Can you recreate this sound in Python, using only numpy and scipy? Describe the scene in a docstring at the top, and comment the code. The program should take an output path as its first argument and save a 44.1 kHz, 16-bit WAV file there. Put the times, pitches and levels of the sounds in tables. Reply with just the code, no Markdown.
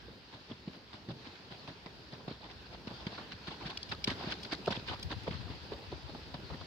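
"""On a sand arena among trees a horse canters up to a small camera and passes it: damped tones make the
hoof thuds, enveloped noise and short damped sines the sand, and clusters of metal modes the tack ticks.
Noise in random patches rustles as leaves; low noise and short low tones are the wind on two microphone
ports. Tables set the levels of blows, crunches and wind; distance also sets the hoof thumps, stray kicks
and the pitch of the clods under crunches and strays."""
import sys
import numpy as np
from scipy import signal
from scipy.fft import rfft, irfft, next_fast_len
from scipy.io import wavfile
from scipy.ndimage import uniform_filter1d, map_coordinates

SR = 44100
rng = np.random.default_rng(int(sys.argv[2]) if len(sys.argv) > 2 else 0)


def wav_record(signal):
    """Record a signal, one row per channel, as 16-bit PCM in the file named by sys.argv[1]."""
    frames = np.transpose(np.atleast_2d(signal))
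    bounded = np.clip(frames, -1, 1)
    # unit amplitude maps onto the largest positive 16-bit level
    quanta = np.round(bounded * 32767).astype(np.int16)
    wavfile.write(sys.argv[1], SR, quanta)


N = 293706


def amp(db):
    """Level to amplitude: 20 dB is a factor of ten."""
    return 10 ** (np.asarray(db) / 20)


def unit(x):
    """Normalisation of the whole array to rms 1."""
    return x / np.sqrt(np.mean(x ** 2) + 1e-20)


def along(points, hz):
    """Interpolation of (hz, value) points on a logarithmic frequency axis."""
    point_hz, value = np.transpose(points)
    return np.interp(np.log(hz + 1), np.log(point_hz + 1), value)


def over_time(points):
    """Linear interpolation of (time_s, value) points to one value a sample."""
    return np.interp(np.arange(N) / SR, *np.transpose(points))


def wobble(rate):
    """Random modulation: a smooth curve through normal random knots, rate of them a second."""
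    knots = rng.standard_normal(int(N * rate / SR) + 4)
    return map_coordinates(knots, [np.arange(N) * rate / SR])


def filtered(x, response):
    """Linear filtering: the spectrum of x times a response of frequency."""
    m = next_fast_len(N + SR // 4)
    return irfft(rfft(x, m) * response(np.fft.rfftfreq(m, 1 / SR)), m)[..., :N]


def spread(pair, spectrum):
    """Interaural-style coherence: mid and side are weighted so the ports correlate as a wide source."""
    # left-right correlation by frequency: hz, correlation
    likeness = [(60, 0.68), (110, 0.97), (200, 0.9), (380, 0.82), (700, 0.6), (1290, 0.072), (2380, 0.02),
                (4400, 0.17), (8120, 0.01), (15000, 0.0)]

    def mid_side(hz):
        angle = np.arccos(np.clip(along(likeness, hz), -1, 1)) / 2
        return amp(along(spectrum, hz)) * [np.cos(angle), np.sin(angle)]

    mid, side = filtered(pair, mid_side)
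    return np.array([mid + side, mid - side]) / np.std(mid)


def grains(spiky_db, rate):
    """Granular noise: two noise streams share a random size that varies from grain to grain."""
    size = amp(spiky_db * wobble(rate))
    return size * rng.standard_normal((2, N))


def patches(depth_db, size, wide, long):
    """Time-frequency modulation: noise gains random patches, wide bins by long frames of an STFT."""
    bins = signal.stft(rng.standard_normal((2, N)), nperseg=size)[2]
    field = rng.standard_normal(bins.shape[1:])
    field = uniform_filter1d(uniform_filter1d(field, wide, 0), long, 1)
    return signal.istft(bins * amp(depth_db * unit(field)), nperseg=size)[1][:, :N]


def swell(s, rise, fall, bend):
    """Transient envelope, 8 dB down rise s before and fall s after its peak; also its start index."""
    t = np.arange(-SR // 8, SR // 5) / SR
    shape = amp(-8 * np.where(t < 0, (np.abs(t) / rise) ** 2.1, (np.abs(t) / fall) ** bend))
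    return round(s * SR) + SR - SR // 8, shape  # the buffers begin 1 s early


def metres(s):
    """Source distance, interpolated along the path of the horse."""
    # path past the camera: time_s, distance_m
    path = [(0, 29), (1.5, 16.7), (2.8, 8.8), (3.8, 5.2), (4.5, 4.2), (5.3, 4.4), (6.66, 11.5)]
    return np.interp(s, *np.transpose(path))


def hooves():
    """Impulsive excitation: packed ground rings as a damped tone, and loose sand adds a dull noise puff."""
    # blows on packed sand: peak_s, level_db, ground_hz
    blows = [(0.085, -50.5, 460), (0.35, -49, 117), (0.501, -47, 183), (0.515, -37.5, 230),
             (0.678, -35, 187), (0.944, -45.5, 118), (1.088, -39, 164), (1.096, -38.5, 150),
             (1.114, -41, 156), (1.271, -49.5, 262), (1.523, -43.5, 137), (1.688, -45, 130),
             (1.708, -47.5, 165), (1.863, -44.5, 164), (2.133, -44, 128), (2.282, -33.5, 177),
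             (2.314, -37, 217), (2.464, -54, 253), (2.747, -49, 188), (2.875, -38, 199), (2.913, -45, 183),
             (3.07, -32, 173), (3.337, -45, 125), (3.483, -36.5, 166), (3.619, -46, 342), (3.658, -39, 164),
             (3.934, -50, 293), (4.08, -27.5, 206), (4.118, -39, 260), (4.244, -40.5, 262),
             (4.275, -33.5, 186), (4.53, -33.5, 291), (4.679, -25.5, 388), (4.681, -24.5, 579),
             (4.708, -34.5, 207), (4.776, -39, 233), (5.122, -37, 258), (5.28, -29.5, 444),
             (5.311, -36.5, 146), (5.503, -45, 212), (5.722, -36, 391), (5.731, -47, 350),
             (5.928, -36, 355), (6.347, -45, 102), (6.52, -45, 166), (6.545, -41.5, 236)]
    ring_s, ring_shortens = 0.038, 0.31  # t60 of a -39 dB blow; dB of t60 lost a dB of harder blow
    over_least_db, over_scatter_db = -10, 6.5  # overtone: least level, random spread above it
    thump_least_db, thump_scatter_db = -37.5, 5  # thump: least level at 1 m, random spread above it
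    puff_db, puff_grows = -50, 0.83  # puff of a -40 dB blow; dB gained a dB of harder blow
    ground, puff = np.zeros((2, N + 2 * SR))
    t = np.arange(SR // 5) / SR
    for (s, db, hz), turn in zip(blows, rng.random((len(blows), 5))):
        t60 = ring_s * amp(-ring_shortens * (db + 39))
        over_db = over_least_db + over_scatter_db * turn[3]
        thump_db = thump_least_db + thump_scatter_db * turn[4] - 20 * np.log10(metres(s))
        push = (1 - np.exp(-(t / 0.0019) ** 2)) * amp(-60 * t / t60)
        # stiffest at first contact, so the pitch sags to ground_hz
        cycles = hz * (t + 0.0011 * (1 - np.exp(-t / 0.002)))
        over_cycles = 1.956 * cycles + 0.73 * turn[0] + 0.18 * turn[1]
        over = amp(over_db - 60 * t / 0.033) * np.sin(2 * np.pi * over_cycles)
        ring = push * (np.sin(2 * np.pi * (cycles + 0.34 * turn[0])) + over)
        ring = 1.385 * ring / np.abs(ring).max()
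        # the weight follows through
        thump = (t / 0.011) * np.exp(1 - t / 0.013) * np.sin(2 * np.pi * (55 + 55 * turn[2]) * t)
        start = round((s - .003) * SR) + SR
        ground[start:][:len(t)] += amp(db + 2) * ring + amp(thump_db) * thump
        at, shape = swell(s + 0.005, 0.0085, 0.43 * t60, bend=0.74)
        puff[at:][:len(shape)] += amp(puff_db + puff_grows * (db + 40)) * shape
    dull = [(70, -7), (130, 12), (300, -2.5), (800, -17.5), (1500, -58.5)]  # hz, level_db
    return ground[SR:][:N] + puff[SR:][:N] * spread(grains(4.2, rate=180), dull)


def sand():
    """Granular friction: fine grains hiss in blotches, coarse ones scrape lower, clods and grit crack."""
    # spectra of fine grains, coarse grains and bright spray: hz, level_db (per Hz)
    fine_spectrum = [(900, -37), (1500, 1.5), (2300, -2), (3500, -0.5), (4700, -1.5), (5400, -12),
                     (6400, -26.5), (8500, -45), (15500, -60)]
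    coarse_spectrum = [(100, -9), (250, 0.5), (550, -4.5), (1000, -1), (1400, -8.5), (2200, -54)]
    spray_spectrum = [(4500, -25), (5800, 0.5), (7000, -8), (9000, -11), (15500, -28)]
    fine_power, coarse_power = np.zeros((2, N + 2 * SR))
    lumps = np.zeros((2, N + 2 * SR))
    rows = kicks()
    for (s, db, rise, fall, coarse_db, hz), draw in zip(rows, rng.random((len(rows), 3, 4, 14))):
        at, shape = swell(s, rise, fall, bend=1.67)
        fine_power[at:][:len(shape)] += (amp(db - 3.5) * shape) ** 2
        coarse_power[at:][:len(shape)] += (amp(db + coarse_db - 3.0) * shape) ** 2
        clod = clods(pitch_hz=hz, shape=shape, draw=draw[0])
        clod_pair = np.array([clod, np.roll(clod, shift=5)])  # reaches the right port 5 samples later
        # each port hears its own grit
        grit = np.array([clods(pitch_hz=3760, shape=shape, draw=d) for d in draw[1:]])
        lumps[:, at:at + len(shape)] += amp(db + coarse_db - 6.5) * clod_pair + amp(db - 9) * grit
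    fine_power, coarse_power = fine_power[SR:][:N], coarse_power[SR:][:N]
    blotchy = amp(2.46 * wobble(400)) * patches(3.9, size=256, wide=4, long=3)
    hiss = np.sqrt(fine_power) * spread(blotchy, fine_spectrum)
    # the steeper exponent favours strong kicks
    spray = amp(-6) * fine_power ** 0.72 * spread(grains(2.8, rate=450), spray_spectrum)
    scrape = np.sqrt(coarse_power) * spread(grains(2.4, rate=230), coarse_spectrum)
    return hiss + spray + scrape + lumps[:, SR:][:, :N]


def kicks():
    """Asymmetric transients: (s, dB, rise s, fall s, coarse dB, clod Hz) of crunches, strays and scuffs."""
    # a hoof cuts in at once, the sand settles: peak_s, level_db, fall_s, coarse_over_fine_db
    crunches = [(0.331, -50.5, 0.029, -0.5), (0.499, -56, 0.013, 7), (0.681, -55.5, 0.0072, 5.5),
                (0.735, -55, 0.03, -0.5), (0.935, -49.5, 0.031, -0.5), (1.09, -51.5, 0.016, 2),
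                (1.356, -52.5, 0.017, -10), (1.512, -49, 0.032, -0.5), (1.678, -48, 0.027, 0.5),
                (1.862, -51.5, 0.014, 5.5), (2.125, -49.5, 0.027, 1.5), (2.281, -46.5, 0.013, 3),
                (2.659, -54.5, 0.014, -18), (2.875, -45, 0.013, -1.5), (2.906, -52.5, 0.014, 8),
                (3.006, -55.5, 0.047, 4), (3.07, -42.5, 0.013, -3.5), (3.113, -52, 0.043, 2),
                (3.294, -57, 0.01, 5.5), (3.51, -47.5, 0.034, 0.5), (3.61, -51.5, 0.056, 4),
                (4.02, -61, 0.009, -8), (4.076, -33, 0.013, -2), (4.215, -49, 0.074, 5),
                (4.451, -41, 0.007, -14), (4.674, -40, 0.016, 3), (4.707, -39.5, 0.0094, 4),
                (4.798, -48.5, 0.007, -7), (4.88, -43, 0.055, -7.5), (5.109, -51, 0.0087, 2.5),
                (5.316, -46.5, 0.051, -1.5), (5.412, -49, 0.005, -8), (5.92, -52, 0.02, 6),
                (6.097, -52, 0.007, 6.5), (6.15, -55.5, 0.013, 11.5), (6.343, -47, 0.014, 5),
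                (6.504, -52, 0.0081, 9.5), (6.613, -47, 0.006, -0.5)]
    # a hoof ploughs up sand and pulls clear: peak_s, level_db, rise_s, coarse_over_fine_db, clod_hz
    scuffs = [(0.525, -56, 0.031, 4, 564), (1.113, -52, 0.022, 2, 567), (1.273, -52.5, 0.021, 0, 980),
              (2.317, -50.5, 0.022, -1, 650), (2.345, -54, 0.04, -4, 1070), (2.462, -54, 0.048, 3, 750),
              (2.513, -52, 0.022, 0, 764), (2.744, -50.5, 0.03, 2, 617), (3.161, -51.5, 0.042, -5, 1700),
              (3.187, -46, 0.0098, 4, 1270), (3.215, -55, 0.018, 1, 1400), (3.324, -45, 0.011, -4, 1670),
              (3.481, -40.5, 0.01, -4.5, 1300), (3.671, -41, 0.015, -3, 1560),
              (3.708, -42.5, 0.011, -0.5, 940), (3.926, -39, 0.012, -3, 1390),
              (4.114, -37, 0.021, -4.5, 1550), (4.287, -49.5, 0.049, 2, 1700),
              (4.324, -37, 0.022, -9, 1690), (4.53, -32.5, 0.011, -5.5, 1500),
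              (4.722, -36, 0.008, -2.5, 990), (4.765, -42, 0.024, -4, 880), (4.899, -43, 0.023, -3, 1020),
              (4.917, -46.5, 0.0078, 9, 1000), (4.938, -44.5, 0.011, 4.5, 990),
              (5.125, -41.5, 0.021, 1, 1500), (5.279, -44, 0.00895, 7.5, 550),
              (5.518, -50.5, 0.024, 2.5, 1040), (5.733, -49, 0.017, 4, 544), (6.542, -55, 0.016, 8, 1700)]
    cut_in_s, deep_s, pull_clear_s = .003, .04, .012  # least rise; fall that doubles it; fall of a scuff
    stray_db, stray_fall_s, stray_count = -41.5, 0.013, 14  # small kicks: least level at 1 m
    clod_far_hz, clod_near_hz = 520, 2290  # pitch far away; what is added at 1 m
    clod_dulls = 0.049  # natural-log pitch lost a dB of coarseness

    def clod_hz(s, coarse_db):
        return (clod_far_hz + clod_near_hz / metres(s)) * np.exp(-clod_dulls * coarse_db)

    strays = []
    for a, b, c, d in rng.random((stray_count, 4)):
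        s = a * N / SR
        db = stray_db - 20 * np.log10(metres(s)) + 5 * b
        strays.append((s, db, cut_in_s + .02 * c, stray_fall_s, 10 * d - 4))
    cuts = [(s, db, cut_in_s * (1 + (fall / deep_s) ** 3), fall, coarse_db)
            for s, db, fall, coarse_db in crunches]
    return ([(*row, clod_hz(row[0], row[-1])) for row in cuts + strays]
            + [(s, db, rise, pull_clear_s, coarse_db, hz) for s, db, rise, coarse_db, hz in scuffs])


def clods(pitch_hz, shape, draw):
    """Fracture of small lumps: damped sines of a few cycles, scattered in time and round the pitch."""
    t = np.arange(SR // 40) / SR
    starts = np.searchsorted(np.cumsum(shape) / shape.sum(), draw[0])  # denser where the crunch is strong
    hz = pitch_hz * np.exp(0.24 * (draw[1] + draw[2] - 1))[:, None]
    decay = amp(16 * draw[3][:, None] - 60 * t * hz / 14)  # 60 dB in 14 cycles
    waves = decay * np.sin(2 * np.pi * hz * t) * (1 - np.exp(-t * hz))
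    places = starts[:, None] + np.arange(len(t))
    out = np.bincount(places.ravel(), waves.ravel(), len(shape) + len(t))[:len(shape)]
    return out * np.linalg.norm(shape) / np.linalg.norm(out)


def tack():
    """Modal synthesis: metal parts tick as a sum of modes with wandering phase, plus a bright noise spit."""
    # ticks: start_s, level_db, low_modes_db, sparkle_db (over the level), length_s
    ticks = [(3.7718, -30, 0, -42, 0.0069), (3.829, -32, -22, -33, 0.0049), (3.889, -44.5, 2, -33, 0.023),
             (4.0409, -27.5, -1.5, -25, 0.0085), (4.43, -38, -7, -25.5, 0.011),
             (4.658, -34.5, 5, -30, 0.0062), (4.994, -44.5, -10, -24, 0.0076),
             (5.027, -37, -9, -18.5, 0.0084), (5.234, -56, -2, -12, 0.007)]
    # buckle and bit modes: mode_hz, level_db
    modes = [(1900, -13), (2400, -1), (2900, -1), (3350, 1.5), (4000, -2.5), (4500, 0), (5100, 2.5),
             (5700, -11), (6400, -13)]
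    # spectrum of the spit: hz, level_db (per Hz)
    spit_spectrum = [(5000, -30), (7000, 3), (10000, 0), (15500, -15)]
    out, spit = np.zeros((2, N)), np.zeros(N)
    t = np.arange(SR // 20) / SR
    hz, mode_db = np.transpose(modes)[:, :, None]
    # contacts keep shifting the phase, in cycles
    jolts = np.cumsum(rng.standard_normal((len(ticks), len(modes), len(t))), axis=2) * 0.012
    draws = rng.random((len(ticks), 3, len(modes), 1))
    for (s, db, low_db, sparkle_db, length), draw, jolt in zip(ticks, draws, jolts):
        shape = (1 - np.exp(-t / 0.0014)) * np.exp(-(t / (0.9 * length)) ** 3)
        gain = amp(mode_db + low_db * (hz < 3200) + 4.6 * draw[0])
        # each port has its own starting phases
        ring = shape * np.sum(gain * np.sin(2 * np.pi * (hz * t + jolt + draw[1:])), axis=1)
        at = round(s * SR)
        out[:, at:at + len(t)] += amp(db - 5) * ring * np.linalg.norm(shape) / np.linalg.norm(ring.mean(0))
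        spit[at:at + len(t)] += amp(db + sparkle_db - 1.0) * shape
    return out + spit * spread(rng.standard_normal((2, N)), spit_spectrum)


def trees():
    """Wind-excited foliage: many small contacts sum to noise, in faint patches over a low rush."""
    # strength of the leaves: time_s, level_db
    air = [(0, -59), (0.98, -60), (1.3, -56.5), (2.2, -58.5), (3.08, -56), (3.97, -54.5), (4.21, -49.5),
           (4.4, -53.5), (5.1, -54.5), (6.4, -55), (6.66, -53.5)]
    # spectra of the leaves and of the rush: hz, level_db (per Hz)
    leaf_spectrum = [(530, -12.5), (900, -1), (1170, -5), (1520, -3), (2280, -7.5), (2600, -5),
                     (2970, -5.5), (4620, -3.5), (4930, -5.5), (6060, -19.5), (8500, -35), (15500, -53)]
    rush_spectrum = [(60, -28), (110, -0.5), (170, 0), (400, -3), (1000, -16.5), (1500, -43)]
    air_db = over_time(air)
    leaf_noise = spread(patches(1.33, size=512, wide=6, long=12), leaf_spectrum)
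    leaves = amp(air_db - 0.5 + 0.82 * wobble(9.8)) * leaf_noise
    rush = amp(air_db + 0.5 + 1.17 * wobble(12)) * spread(grains(2.0, rate=60), rush_spectrum)
    return leaves + rush


def buffet():
    """Turbulent pressure: rumble common to both ports, eddies of each port alone, and thumps on one port."""
    # wind strength: time_s, rumble_db
    wind = [(0, -62), (0.4, -67.5), (0.9, -66.5), (1.3, -67.5), (3.0, -60), (3.8, -64.5), (4.13, -53.5),
            (4.5, -63.5), (5.1, -52.5), (5.6, -62), (6.1, -59.5), (6.42, -58), (6.66, -63)]
    # spectrum of rumble and eddies: hz, level_db (per Hz)
    rumble_spectrum = [(25, -50), (40, -7), (55, 6), (75, 5), (110, -1.5), (200, -12.5), (400, -50.5)]
    # strong thumps on one port: peak_s, level_db, pitch_hz
    pops = [(3.904, -44, 109), (4.913, -37, 93), (5.066, -31.5, 89), (5.172, -34.5, 104), (5.238, -41, 103),
            (5.305, -38, 92), (5.359, -33, 80), (5.407, -36, 119), (5.458, -35.5, 95), (5.513, -37.5, 75),
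            (5.553, -41.5, 85), (5.943, -40.5, 75), (6.058, -39.5, 75), (6.45, -43, 86), (6.524, -36, 75),
            (6.575, -45, 75), (6.619, -40, 90.5)]
    eddy_db, pop_s = -4, 0.035  # eddies over shared rumble; width of a thump between its 1/e points
    right_from_s, right_to_s = 3.8, 4.7  # thumps strike the right port in this span, else the left
    weak_from_s, weak_to_s, weak_count, weak_db = 4.7, 6.4, 22, -50  # weak thumps, least level
    weak_hz = (75, 145)  # their pitch on the left and right port, before random scatter
    gusty = amp(2.4 * wobble(20)) * rng.standard_normal((3, N))
    shared, *own = unit(filtered(gusty, lambda hz: amp(along(rumble_spectrum, hz))))
    rumble = amp(over_time(wind) + 2.0) * (shared + amp(eddy_db) * np.array(own))
    out = np.pad(rumble, ((0, 0), (0, SR)))
    t = np.arange(-SR // 20, SR // 20) / SR

    def port(s):
        return int(right_from_s < s < right_to_s)

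    slots = np.linspace(weak_from_s, weak_to_s, weak_count)
    weak = [(s + 0.0615 * a, weak_db + 6 * b, weak_hz[port(s)] * (0.86 + 0.32 * c))
            for s, (a, b, c) in zip(slots, rng.random((weak_count, 3)))]
    for (s, db, hz), turn in zip(pops + weak, rng.random((len(pops) + weak_count, 2))):
        wave = np.sin(2 * np.pi * (hz * t + turn[0])) + 0.41 * np.sin(2 * np.pi * (1.8 * hz * t + turn[1]))
        bell = np.exp(-(t / (.5 * pop_s)) ** 2)
        out[port(s), round(s * SR) - SR // 20:][:len(t)] += amp(db) * bell * wave
    return out[:, :N]


def scene():
    """Superposition: horse and trees pass the unequal colour of the ports, then wind on them is added."""
    # difference in colour of the two ports: hz, left_over_right_db
    tilt = [(60, 0), (110, 0), (200, 0), (380, -1), (700, 0), (1290, -2), (2380, -4), (4400, 3.5),
            (8120, 6), (15000, -2)]
    far = hooves() + sand() + tack() + trees()
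    return filtered(far, lambda hz: amp(np.array([along(tilt, hz), -along(tilt, hz)]) / 2)) + buffet()


def record(dry):
    """Self-noise and band limiting: the camera adds faint hiss, cuts the deepest bass and the extreme top."""
    # spectrum of the hiss: hz, level_db (per Hz)
    hiss_spectrum = [(100, 4), (8000, -7), (15500, -6)]
    top_hz = 15800
    noise = rng.standard_normal(dry.shape)
    hiss = amp(-84.0) * unit(filtered(noise, lambda hz: amp(along(hiss_spectrum, hz))))
    return filtered(dry + hiss, lambda hz: (hz < top_hz) / (1 + (38 / (hz + 1)) ** 5))


dry = scene()
out = record(dry)
wav_record(out)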